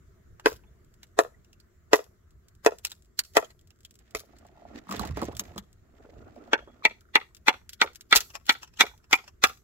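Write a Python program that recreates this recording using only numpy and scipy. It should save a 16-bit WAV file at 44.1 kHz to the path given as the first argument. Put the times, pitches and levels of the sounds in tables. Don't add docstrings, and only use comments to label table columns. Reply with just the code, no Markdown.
import sys
import numpy as np
from scipy import signal
from scipy.fft import rfft, irfft, next_fast_len
from scipy.io import wavfile
from scipy.ndimage import uniform_filter1d, map_coordinates

SR = 44100
rng = np.random.default_rng(int(sys.argv[2]) if len(sys.argv) > 2 else 0)


def amplitude_ratio(level_db):
    exponent = np.asarray(level_db, float) / 20
    return 10 ** exponent


def wrap_up_sound(samples):
    columns = np.atleast_2d(samples).T
    tamed = np.clip(columns, -1, 1)
    steps = np.round(tamed * 32767).astype(np.int16)
    wavfile.write(sys.argv[1], SR, steps)


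N = 424683
SIZE = 2 ** 14
HZ, T = np.fft.rfftfreq(SIZE, 1 / SR), np.arange(SIZE) / SR
LEAD = 1024
LOCAL_WIDTH_HZ = 180
LOG_PAN_DB = 0.1

# start_s, level_db, crack_db, thud_db, swell_db
SLAMS = [
    (0.459, -6.5, -13.5, 1.5, -25),
    (1.189, -5, -15.5, -0.5, -17.5),
    (1.932, -4, -9.5, 2.5, -22),
    (2.662, -5.5, -9.5, 0.5, -21),
    (3.368, -5.5, -7.5, -2, -12.5),
    (4.149, -20, -4, -2.5, -43),
]
# brightest_hz, brightest_db, upper_db, second_db
SEATS = [(1540, -2.5, -3, -5), (1790, -7, -7.5, 1.5), (1940, -2.5, -0.5, -2), (1880, -3, -1, 1),
         (1840, -5.5, -2.5, -1.5), (1315, 3, 5.5, -1)]
# pitch_hz, width_hz, level_db
LOG_LOW = [(240, 90, -7), (430, 120, 7), (540, 110, -4.5)]
LOG_HIGH = [(1000, 170, -3.5), (1318, 150, -7.5), (2040, 260, -6.5), (2550, 180, -8), (3450, 67, -19.5)]
# pitch_hz, level_db (per Hz)
CRACK = [(1760, -34.5), (3000, -4), (3500, 0), (3890, 2), (5960, 0.5), (7400, 3.5), (8820, -18.5),
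         (11800, -2), (16000, -22.5)]


def slams():
    highs = []
    for hz, seat_db, upper_db, second_db in SEATS:
        high = [(c, w, db + upper_db * (c > 2000)) for c, w, db in LOG_HIGH]
        highs.append(high + [(hz, LOCAL_WIDTH_HZ, seat_db), (654, 72, second_db)])
    return knocks(SLAMS, [LOG_LOW] * len(SLAMS), highs, CRACK, contact_s=.001,
                  trim_db=(-2.0, 3.5, 5.5, -3.0), grow_db=-0.42, tight_db=0.5)


# start_s, level_db, crack_db, thud_db, swell_db
BLOWS = [
    (6.5316, -12.5, -16, 8.5, -16),
    (6.8513, -8.5, -15.5, 3.5, -16),
    (7.1546, -9, -15.5, 1.5, -17.5),
    (7.4819, -7.5, -15.5, 2.5, -9.5),
    (7.8151, -8.5, -13.5, 1.5, -16),
    (8.1259, -6.5, -18.5, -2, -13),
    (8.4931, -9, -12.5, 0, -15.5),
    (8.8074, -9, -9, 1, -6.5),
    (9.1292, -8.5, -9, 2, -14.5),
    (9.4384, -10, -3, 1.5, -14),
]
# first_ring_db, second_ring_db, local_hz, local_db, upper_db
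SPOTS = [(-3.5, -1, 1690, 4, -3.5), (3.5, 8, 1300, -2, 0.5), (2, -1, 1340, 0, -3),
         (-0.5, 1.5, 1389, 1.5, -0.5), (-1, 2, 1500, 0.5, 1), (4.5, 3.5, 1400, 6, 2),
         (2.5, 3, 1370, 3.5, 4.5), (4.5, 4.5, 1518, -0.5, 5.5), (3.5, 9, 1440, 2.5, 0),
         (-4, -3, 1670, -1.5, -3)]
# ring_hz, ring_db, whole_log_db, loose_half_db
HALVES = [(2155, -3.5, -7, -12), (2680, 2, -11, -16), (2230, 2, -6.5, -4), (2230, 1.5, -10.5, -5),
          (2200, 5.5, -10, -5), (2037, 6.5, -10.5, -4.5), (2217, 2.5, -14, -3), (2160, 7, -18.5, -1.5),
          (2736, -10, -12.5, 2), (2684, -0.5, -13, 0)]
# pitch_hz, width_hz, level_db
BATON_LOW = [(236, 44, -8.5), (708, 120, -11.5), (916, 74, -3.5)]
BATON_HIGH = [(1240, 300, -3.5), (2810, 210, -6), (3422, 220, -3.5), (4400, 510, -12)]
# pitch_hz, width_hz
RINGS = [(1945, 180), (2340, 160)]
# pitch_hz, width_hz
WHOLE = (390, 170)
LOOSE = (765, 49)
# pitch_hz, level_db (per Hz)
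CLACK = [(2060, -26.5), (3500, -9.5), (5260, -10), (5970, -5), (6570, -12), (7800, -12.5), (8910, -38.5),
         (11600, -16.5), (16000, -28.5)]


def blows():
    lows, highs = [], []
    for spot, half in zip(SPOTS, HALVES):
        first_db, second_db, local_hz, local_db, upper_db = spot
        half_hz, half_db, whole_db, loose_db = half
        high = [(c, w, db + upper_db * (c > 3000)) for c, w, db in BATON_HIGH]
        high += [(*RINGS[0], first_db), (*RINGS[1], second_db)]
        high += [(local_hz, LOCAL_WIDTH_HZ, local_db), (half_hz, 150, half_db)]
        highs.append(high)
        lows.append(BATON_LOW + [(*WHOLE, whole_db), (*LOOSE, loose_db)])
    return knocks(BLOWS, lows, highs, CLACK, contact_s=.003,
                  trim_db=(-7.5, 8.5, 12.0, -14.5), grow_db=2.5, tight_db=-8)


# pitch_hz, width_hz, level_db
SLAP = (1700, 1700, 0)


def knocks(rows, lows, highs, bright, contact_s, trim_db, grow_db, tight_db):
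    out = np.zeros((2, N + SIZE))
    sink = np.exp(-2j * np.pi * HZ * .0004)
    small = (1j * HZ / (170 + 1j * HZ)) ** 2 * sink
    bright, splinter = causal(bright), causal(SNAP)
    thud_trim, knock_trim, crack_trim, tear_trim = trim_db
    for k, (row, low, high) in enumerate(zip(rows, lows, highs)):
        s, db, crack_db, thud_db, swell_db = row
        body = small * modes(sorted(low), 1 + 0.005 * rng.standard_normal())
        thud = burst(0.02, body, db + thud_trim + thud_db, blow=6)
        knock = burst(0.005, modes(sorted(high)), db + knock_trim, blow=1.5, hold=contact_s)
        slap = burst(0.0069, modes([SLAP]), db - 12, blow=0.34)
        shelf = amplitude_ratio(tight_db * (k < 2) / (1 + (8500 / (HZ + 1)) ** 8))
        crack = burst(0.012, bright * shelf, db + crack_db + crack_trim, blow=0.27)
        tear_db = db + crack_db + tear_trim + grow_db * min(k, 5)
        tear = fibres(0.15, 430, splinter * shelf, tear_db)
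        add(out, s, thud + knock + slap + crack + tear, .6, camp(near_db=-1), swell_db)
    return out[:, :N]


def fibres(t60, rate, response, db):
    ticks = (rng.random(SIZE) < rate / SR) * rng.exponential(1, SIZE)
    ticks = uniform_filter1d(ticks, size=70) + 0.0025
    hiss = ticks * rng.standard_normal(SIZE) * amplitude_ratio(-60 * T / t60)
    x = irfft(rfft(hiss) * response)
    return amplitude_ratio(db) * x / np.abs(x).max()


# start_s, level_db, body_db, pitch_hz
SPLINTERS = [(2.648, -30.5, 5.5, 7400), (3.336, -48, -22, 8780), (3.352, -33.5, -11.5, 5860),
             (4.149, -54, 8.5, 2380), (7.469, -33.5, -12.5, 5980), (7.7318, -33, -22.5, 3340),
             (8.110, -31, -1.5, 5040), (8.152, -14, 2.5, 6330), (8.159, -3.5, -9.5, 4360),
             (8.166, -7, -30.5, 2630), (8.174, -14, -11, 2700), (8.2051, -22, -9.5, 6200),
             (8.455, -44, -23, 2930), (9.111, -33.5, 5.5, 6100)]
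# start_s, level_db, pitch_hz
CHIPS = [(4.3652, -54, 2050), (6.359, -59, 2350), (6.475, -58.5, 2130), (3.4457, -41, 3160),
         (3.5045, -49, 2000), (8.622, -47, 2700), (8.675, -50.5, 2630), (8.738, -52.5, 2550),
         (5.582, -36.5, 1880), (1.033, -52.5, 2860), (8.302, -43, 2750), (8.3529, -26.5, 2520),
         (8.6304, -34.5, 2690), (8.645, -48.5, 3000), (8.772, -45, 3000), (9.042, -52, 2550),
         (9.241, -51.5, 2520), (9.278, -40.5, 2650)]
# start_s, level_db
STRANDS = [(1.974, -41.5), (2.041, -46), (7.008, -50.5), (7.348, -39), (7.367, -42.5), (7.6927, -31),
           (7.9325, -48.5), (7.949, -43), (7.957, -35), (8.009, -35), (8.466, -34.5), (8.524, -29.5),
           (8.794, -32), (8.977, -52.5), (9.152, -26.5), (9.165, -45), (9.574, -49.5)]
# pitch_hz, level_db
CHIP = [(150, -9.5), (400, -8.5), (900, 4.5), (1800, 3.5), (3500, -34.5)]


def splitting(paths):
    chips = [(s, db, -1, hz) for s, db, hz in CHIPS]
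    strands = [(s, db, -23.5, 7400) for s, db in STRANDS]
    return (clicks(SPLINTERS, paths, 0.019, CHIP, LOG_PAN_DB, ring_db=2.5, swell_db=-10.5)
            + clicks(chips, paths, 0.019, CHIP, LOG_PAN_DB, ring_db=18.0, swell_db=-3.0)
            + clicks(strands, paths, 0.016, CHIP, LOG_PAN_DB, ring_db=0, swell_db=-38.5))


# start_s, level_db, pitch_hz, t60_s
PINGS = [
    (0.662, -72, 3450, .05),
    (1.339, -58, 1930, .04),
    (6.6, -62, 3300, 0.3),
    (6.68, -62.5, 3370, .2),
]


def steel(path):
    out = np.zeros((2, N + SIZE))
    for s, db, hz, t60 in PINGS:
        add(out, s, burst(t60, modes([(hz, 80, 0)]) ** 2, db, blow=0.1), LOG_PAN_DB, path, swell_db=-33.5)
    return out[:, :N]


# start_s, level_db, pitch_hz
RATTLES = [(6.555, -55, 440), (7.015, -58.5, 1400), (7.053, -59.5, 1400), (7.088, -58.5, 1400),
           (7.822, -23.5, 900), (9.141, -43, 420), (8.81, -31, 260), (8.84, -35.5, 700), (7.308, -65, 1100),
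           (8.9135, -52, 1480), (8.914, -56, 930), (8.9369, -53, 900), (9.001, -63.5, 1400),
           (9.137, -23, 1040), (9.2397, -51.5, 810), (9.2801, -58, 1060), (8.815, -30, 770),
           (8.351, -40.5, 950)]
# start_s, level_db, pitch_hz
SLIPS = [(4.236, -50, 532), (4.334, -52, 715), (4.451, -46, 688), (4.493, -54, 694), (4.555, -56, 721),
         (4.574, -50, 754), (4.598, -53, 710), (4.621, -45.5, 670), (4.652, -41, 690), (4.678, -55, 650),
         (4.703, -49, 696), (5.012, -31.5, 780), (5.036, -30.5, 800), (5.079, -45, 680), (5.312, -43, 794),
         (5.482, -50, 724), (5.509, -50, 730), (5.437, -55, 710), (5.52, -53, 725), (5.564, -46, 710),
         (4.915, -29, 1190), (4.935, -39.5, 1140),
         (5.998, -55, 420), (6.046, -56, 604), (6.062, -48.5, 460), (6.091, -47, 496), (6.134, -50, 650),
          (6.166, -48, 403), (6.219, -54, 503), (6.363, -43, 620), (6.421, -51.5, 417), (6.478, -45.5, 676),
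          (6.624, -48, 630), (6.823, -45.5, 1170)]


def dull_grains(path):
    out = np.zeros((2, N + SIZE))
    for s, db, hz in SLIPS + RATTLES:
        grain = burst(0.008, modes([(hz, 220, 0)]) ** 2, db + 2.5, blow=1.5)
        add(out, s, grain, -2.5, path, swell_db=-40)
    return out[:, :N]


# start_s, level_db, pitch_hz
THUMPS = [(0.637, -52.5, 860), (4.744, -43, 223), (4.776, -52, 200), (4.94, -30, 283), (5.411, -38, 250),
          (5.575, -39, 214), (5.173, -20.5, 292), (5.224, -19.5, 263), (5.284, -24.5, 205),
          (5.04, -40, 110), (5.249, -38, 100), (4.961, -50, 240), (5.004, -45, 230), (5.303, -51, 220),
          (5.332, -39, 200), (5.513, -42, 220), (5.561, -35, 198), (7.153, -36, 185), (6.675, -41, 414),
          (7.841, -25, 450), (8.161, -24.5, 380), (8.837, -22, 405)]


def thumps(path):
    out = np.zeros((2, N + SIZE))
    for s, db, hz in THUMPS:
        thump = burst(0.037, modes([(hz, 150, 0), (3.1 * hz, 500, -8)]), db - 0.5, blow=0.72)
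        add(out, s, thump, -2.5, path, swell_db=-40.0)
    return out[:, :N]


# start_s, level_db
REACH = [(4.1, -110.5), (4.2, -101.5), (4.33, -73), (4.55, -72.5), (4.65, -62), (4.725, -57), (4.745, -46),
         (4.79, -44), (4.82, -73)]
RUMMAGE = [(4.84, -67), (4.91, -44), (5.07, -39), (5.14, -57), (5.19, -42), (5.3, -57), (5.45, -55.5),
           (5.57, -60), (5.7, -99)]
LIFT = [(5.85, -145), (5.97, -64), (6.03, -61.5), (6.33, -59.5), (6.42, -57), (6.5, -58.5), (6.65, -74),
        (6.8, -61), (6.95, -84)]
# effort curve, crunch_db over effort, bump_db over effort
MOVES = [
    (REACH, -16, -36),
    (RUMMAGE, -11.5, 0.99),
    (LIFT, -16.5, -35.5),
]
# pitch_hz, level_db (per Hz)
RUB = [(88, -62), (150, -28.5), (230, 3.5), (566, -6), (667, -1), (959, -15), (1400, -9), (1690, -25.5),
       (2710, -25), (3000, -43.5), (3900, -60), (6600, -120)]
CRUNCH = [(710, -40.5), (1200, -14.5), (1720, 3.5), (1910, 3.5), (2230, -1.5), (3510, -5.5), (7490, -12),
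          (9110, -29), (16000, -24.5)]
BUMP = [(25, -21), (60, 11), (110, 6.5), (220, -7), (400, -53.5)]


def groping():
    out, start, n = np.zeros((2, N)), 4 * SR, 3 * SR
    gains = 0
    for effort, crunch_db, bump_db in MOVES:
        effort_db = curves(effort)[0][start:start + n]
        gains = gains + amplitude_ratio(effort_db + np.c_[[0, crunch_db, bump_db]])
    rub_gain, crunch_gain, bump_gain = gains
    rub = rush(RUB, patchy_db=1.5, source=amplitude_ratio(3 * wobble(150, n) + 2.6 * wobble(36, n)))
    crunch = rush(CRUNCH, patchy_db=0.5, source=amplitude_ratio(4 * wobble(250, n) + 3.5 * wobble(60, n)))
    bump = rush(BUMP, patchy_db=1.5, source=amplitude_ratio(2.2 * wobble(30, n)))
    bump_gain = np.roll(uniform_filter1d(bump_gain, round(.16 * SR)), round(.08 * SR))
    moved = rub_gain * rub + amplitude_ratio(3.5) * crunch_gain * crunch + bump_gain * bump
    out[:, start:start + n] = moved * amplitude_ratio([[-1.5], [1.5]])
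    return out


# start_s, level_db, body_db, pitch_hz
SNAPS = [(4.452, -65, 13, 2600), (4.8693, -68, 28, 1250), (4.8907, -46, 20, 3600), (4.8974, -42, -5, 7250),
         (4.9104, -30, 2, 2520), (4.9237, -28.5, 2.5, 1930), (4.9586, -36, -3, 1980),
         (4.9651, -30.5, -15, 3530), (4.9941, -30, 10.5, 4080), (5.0106, -38, 0, 3430),
         (5.018, -37, -9, 3000), (5.0509, -31, 1.5, 1980), (5.073, -37, -2, 2000), (5.109, -46.5, 10, 2450),
         (5.1703, -34.5, 6, 2340), (5.2165, -35.5, 13, 2050), (5.23, -35.5, 4.5, 2130),
         (5.2524, -36.5, -14, 6300), (5.308, -63, -5.5, 6960), (5.3248, -51.5, 12, 2410),
         (5.3502, -43.5, -7, 3450), (5.395, -17, -12, 6580), (5.437, -49, -4, 2000), (5.4819, -75, 5, 1910),
         (5.5373, -65, 15, 2004), (5.5596, -51, 13, 7640), (5.5788, -29.5, 3, 3330)]
# pitch_hz, level_db
STICK = [(60, -57), (200, 18.5), (450, -33), (1100, 9.5), (2500, -28.5)]


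def hand_snaps(paths):
    return clicks(SNAPS, paths, .015, STICK, pan_db=-3.5, ring_db=11, swell_db=-24)


# start_s, level_db, body_db, pitch_hz
POPS = [(0.3965, -44, 9.5, 2826), (0.846, -58, -30, 7550), (1.0303, -37.5, -12, 1950),
        (1.4453, -54.5, -14, 2750), (1.529, -46.5, -31, 2740), (1.5998, -49, -27, 4530),
        (2.8485, -17, -12, 2530), (2.849, -17, -39, 9300), (3.19, -14.5, -42, 9380),
        (2.868, -31.5, -10, 4250), (2.9165, -29.5, -11, 3710), (3.1895, -14, -13.5, 4400),
        (3.236, -46, -40, 4800), (3.25, -42.5, -27.5, 5670), (3.591, -54.5, -28, 3300),
        (3.7044, -45, -21, 2690), (3.8487, -37, -23, 3300)]
# start_s, level_db
EMBERS = [(0.939, -53.5), (1.068, -61), (1.234, -42), (2.55, -56), (2.95, -55), (3.056, -59),
          (2.306, -56.5), (2.483, -49), (2.7847, -37.5), (2.899, -40), (3.022, -54), (3.046, -60),
          (3.6724, -52.5), (3.7585, -64), (3.7879, -62), (3.831, -55), (3.9401, -55), (2.906, -43),
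          (3.611, -55), (3.8052, -48), (3.908, -45.5), (3.954, -47.5), (3.989, -49.5), (4.1076, -52),
          (4.385, -50), (4.466, -53), (5.242, -39), (5.367, -30.5), (5.728, -51.5)]


def fire_pops(paths):
    embers = [(s, db, -29.5, 8000) for s, db in EMBERS]
    return clicks(POPS + embers, paths, 0.007, CHIP, pan_db=-1, ring_db=12, swell_db=-23.0,
                  hold=.0024, rise=.0013)


# pitch_hz, level_db (per Hz)
SNAP = [(880, -36), (1500, -10.5), (2160, -11.5), (2860, -8.5), (4730, -6), (5280, -5), (7540, -10),
        (8490, -21.5), (11500, -8.5), (16000, -14.5)]
# pitch_hz, width_hz, level_db
PORT = (7550, 500, -7)


def clicks(rows, paths, t60, body, pan_db, ring_db, swell_db, hold=.0003, rise=.0003):
    out, bright, body = np.zeros((2, N + SIZE)), causal(SNAP), causal(body)
    for k, (s, db, body_db, hz) in enumerate(rows):
        ring = 1 + amplitude_ratio(ring_db) * modes([(hz, 260, 0), (2.1 * hz, 400, -1.5), PORT])
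        snap = burst(t60, bright * ring, db + 3.0, blow=0.05, hold=hold, rise=rise)
        dull = burst(0.8 * t60, body, db + body_db - 4.0, blow=0.2, hold=hold, rise=rise)
        pan = pan_db - 3 * rng.standard_normal()
        add(out, s, snap + dull, pan, paths[k % len(paths)], swell_db)
    return out[:, :N]


# start_s, level_db
JOLTS = [
    (.46, -48.5),
    (2.663, -52),
    (3.37, -51),
    (4.149, -45),
    (8.158, -40),
]


def jolts():
    out = np.zeros((2, N + SIZE))
    for s, db in JOLTS:
        jolt = burst(.03, modes([(45, 40, 0)]) ** 2, db)
        add(out, s, jolt, 0, np.ones((2, 1)), swell_db=-40)
    return out[:, :N]


# start_s, level_db
FIRE = [(0, -60.5), (1, -62), (1.9, -64.5), (3.8, -67), (6.3, -64), (9.63, -67)]
# pitch_hz, level_db (per Hz)
FLAME = [(12, -40), (20, -1.5), (38, -8.5), (59, 2.5), (155, -11), (247, -21.5), (300, -40), (390, -69),
         (660, -120)]
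HISS = [(120, -38), (200, 1.5), (299, -6.5), (360, 2.5), (548, -14.5), (659, -8.5), (791, -22.5),
        (1300, -11.5), (2090, -17.5), (2470, -25.5), (5230, -27.5), (7270, -22), (8740, -35.5),
        (13300, -29.5), (16000, -28.5)]


def fire():
    flame_db, = curves(FIRE)
    hiss_db = -69.5 + 0.65 * (flame_db - flame_db.mean())
    flame = rush(FLAME, patchy_db=2.0, source=amplitude_ratio(1.0 * wobble(2.5)))
    hiss = rush(HISS, patchy_db=2.1, source=np.ones(N))
    return amplitude_ratio(flame_db + 4.0) * flame + amplitude_ratio(hiss_db) * hiss


# pitch_hz, likeness (0 to 1)
ALIKE = [(30, 0.49), (90, 1), (180, 0.85), (400, 0.32), (1000, 0.063), (3000, 0.15), (9000, 0.14)]


def rush(spectrum, patchy_db, source):
    n = len(source)
    z = signal.stft(rng.standard_normal((2, n)) * source, nperseg=512)[2]
    field = uniform_filter1d(rng.standard_normal(z.shape[1:]), size=6, axis=0)
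    field = uniform_filter1d(field, size=10, axis=1)
    pair = signal.istft(z * amplitude_ratio(patchy_db * unit(field)), nperseg=512)[1][:, :n]
    m = next_fast_len(n + SIZE)
    hz = np.fft.rfftfreq(m, 1 / SR)
    turn = np.arccos(np.clip(along(ALIKE, hz), -1, 1)) / 2
    spread = amplitude_ratio(along(spectrum, hz)) * [np.cos(turn), np.sin(turn)]
    mid, side = irfft(rfft(pair, m) * spread, m)[:, :n]
    return unit(np.array([np.roll(mid + side, shift=4), mid - side]))


# pitch_hz, lag (samples)
LAG = [(60, 0.46), (400, 11), (1000, 12.24), (2200, 3.29), (12000, 5.5)]
# pitch_hz, t60_s
NEAR = [(300, 0.093), (1500, 0.058), (5000, 0.029), (12000, 0.035)]
FOREST = [(300, 0.071), (2000, 0.026), (8000, 0.4)]
FAR = [(300, 0.18), (3000, 0.18)]
# pitch_hz, level_db
TRUNKS = [(300, -32.5), (2000, -33), (5000, -34), (12000, -30)]
# delay_s, level_db, top_hz
WALLS = [(.046, -33.5, 13530), (0.058, -32.5, 4978), (0.0594, -22.5, 784.5), (.072, -32, 900),
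         (.132, -52, 3000), (0.179, -56, 1251)]
# pitch_hz, level_db
WALL_TONE = [(250, -8.5), (470, 1.5), (800, -2), (1400, 3), (2000, -5.5), (3000, 1), (8000, 3)]
# delay_s, level_db
EARLY = [(.0069, 0.14), (.0163, -17), (.0233, -13.5), (.0302, -23.5)]
# pitch_hz, width_hz, level_db
PILE = [(460, 270, -4.15), (886, 75, -7.5)]


def camp(near_db=-3):
    direct = np.exp(-1j * np.pi * HZ / SR * along(LAG, HZ) * [[1], [-1]])
    obstacles = HZ ** 2 / (HZ ** 2 + 420 ** 2)
    near = even(direct + amplitude_ratio(near_db) * tail(NEAR) * obstacles, size=40)
    near = rfft(irfft(near) * ((T < T.mean()) | (T > T[-16])))
    walls = causal(WALL_TONE) * echoes(WALLS)
    hollows = sum(amplitude_ratio(db) * 1j * HZ * w / (c * c - HZ ** 2 + 1j * HZ * w) for c, w, db in PILE)
    pile = hollows * sum(amplitude_ratio(db) * delay(s) for s, db in EARLY)
    forest = amplitude_ratio(along(TRUNKS, HZ)) * delay(0.055) * tail(FOREST)
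    far = amplitude_ratio(-42.5) * delay(.08) / (1 + (HZ / 3000) ** 4) * tail(FAR)
    return near * (1 + walls) + direct * pile + forest + far


def echoes(table):
    return sum(amplitude_ratio(db) * delay(s) / (1 + 1j * HZ / top_hz) ** 2 for s, db, top_hz in table)


def delay(s):
    return np.exp(-2j * np.pi * HZ * s)


def tail(decay):
    hz, t, z = signal.stft(rng.standard_normal((2, SIZE)), SR, nperseg=128)
    fade = amplitude_ratio(-60 * t / along(decay, hz)[:, None])
    return even(rfft(signal.istft(z * fade, SR, nperseg=128)[1][:, :SIZE]))


def add(out, s, x, pan_db, path, swell_db):
    swell = rng.standard_normal((2, SIZE)) * amplitude_ratio(-700 * np.abs(T - LEAD / SR))
    swell = swell * np.sin(np.pi / 2 * np.minimum(T * SR / LEAD, 2))
    onset = delay(LEAD / SR) + amplitude_ratio(swell_db) * even(rfft(swell))
    spot = out[:, round(s * SR) - LEAD:][:, :SIZE]
    spot += amplitude_ratio([[pan_db / 2], [-pan_db / 2]]) * irfft(rfft(x) * path * onset)


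def burst(t60, response, db, blow=3, hold=0, rise=1e-5):
    fade = amplitude_ratio(-60 * np.maximum(T - hold, 0) / t60)
    push = rng.standard_normal(SIZE) * fade * np.minimum(T / rise, 1)
    push[0] = -blow * np.sqrt(t60 * SR / np.log(1e6))
    x = irfft(even(rfft(push)) * response)
    x[-LEAD:] = 0
    return amplitude_ratio(db) * x / np.abs(x).max()


def modes(table, stretch=1, scatter_db=-1.0):
    total = 0
    for k, (c, w, db) in enumerate(table):
        strength = (-1) ** k * amplitude_ratio(db + scatter_db * rng.standard_normal())
        total = total + strength * 1j * HZ * w / ((c * stretch) ** 2 - HZ ** 2 + 1j * HZ * w)
    return total


def causal(spectrum):
    c = irfft(np.log(amplitude_ratio(along(spectrum, HZ)) + 1e-6))
    c[1:SIZE // 2] *= 2
    c[SIZE // 2 + 1:] = 0
    return np.exp(rfft(c))


def even(z, size=70):
    return z / np.sqrt(np.abs(uniform_filter1d(np.abs(z) ** 2, size=size)) + 1e-12)


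def unit(x):
    return x / np.sqrt(np.mean(x ** 2) + 1e-20)


def along(points, hz):
    f, v = np.transpose(points)[:2]
    return np.interp(np.log(hz + 1), np.log(f + 1), v)


def curves(rows):
    s, *cols = np.transpose(rows)
    return [np.interp(np.arange(N) / SR, s, c) for c in cols]


def wobble(rate, n=N):
    return map_coordinates(rng.standard_normal(int(n * rate / SR) + 4), [np.arange(n) * rate / SR])


def scene():
    paths = [camp() for _ in range(6)]
    wood = slams() + blows() + splitting(paths) + steel(paths[0])
    hand = dull_grains(paths[1]) + thumps(paths[1]) + groping() + hand_snaps(paths)
    return wood + hand + fire_pops(paths) + jolts() + fire()


def roll_off(x):
    return signal.sosfilt(signal.butter(12, 17130, fs=SR, output="sos"), x)


# pitch_hz, level_db
TOP = [(15700, 1), (16100, -20.5), (16800, -26.5), (17200, -61)]


def record(dry):
    soft = dry / (1 + np.abs(dry / .83) ** 6) ** (1 / 6)
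    m = next_fast_len(N + SIZE)
    limit = amplitude_ratio(along(TOP, np.fft.rfftfreq(m, 1 / SR)))
    mix = irfft(rfft(soft, m) * limit, m)[:, :N]
    return roll_off(mix)


dry = scene()
out = record(dry)
wrap_up_sound(out)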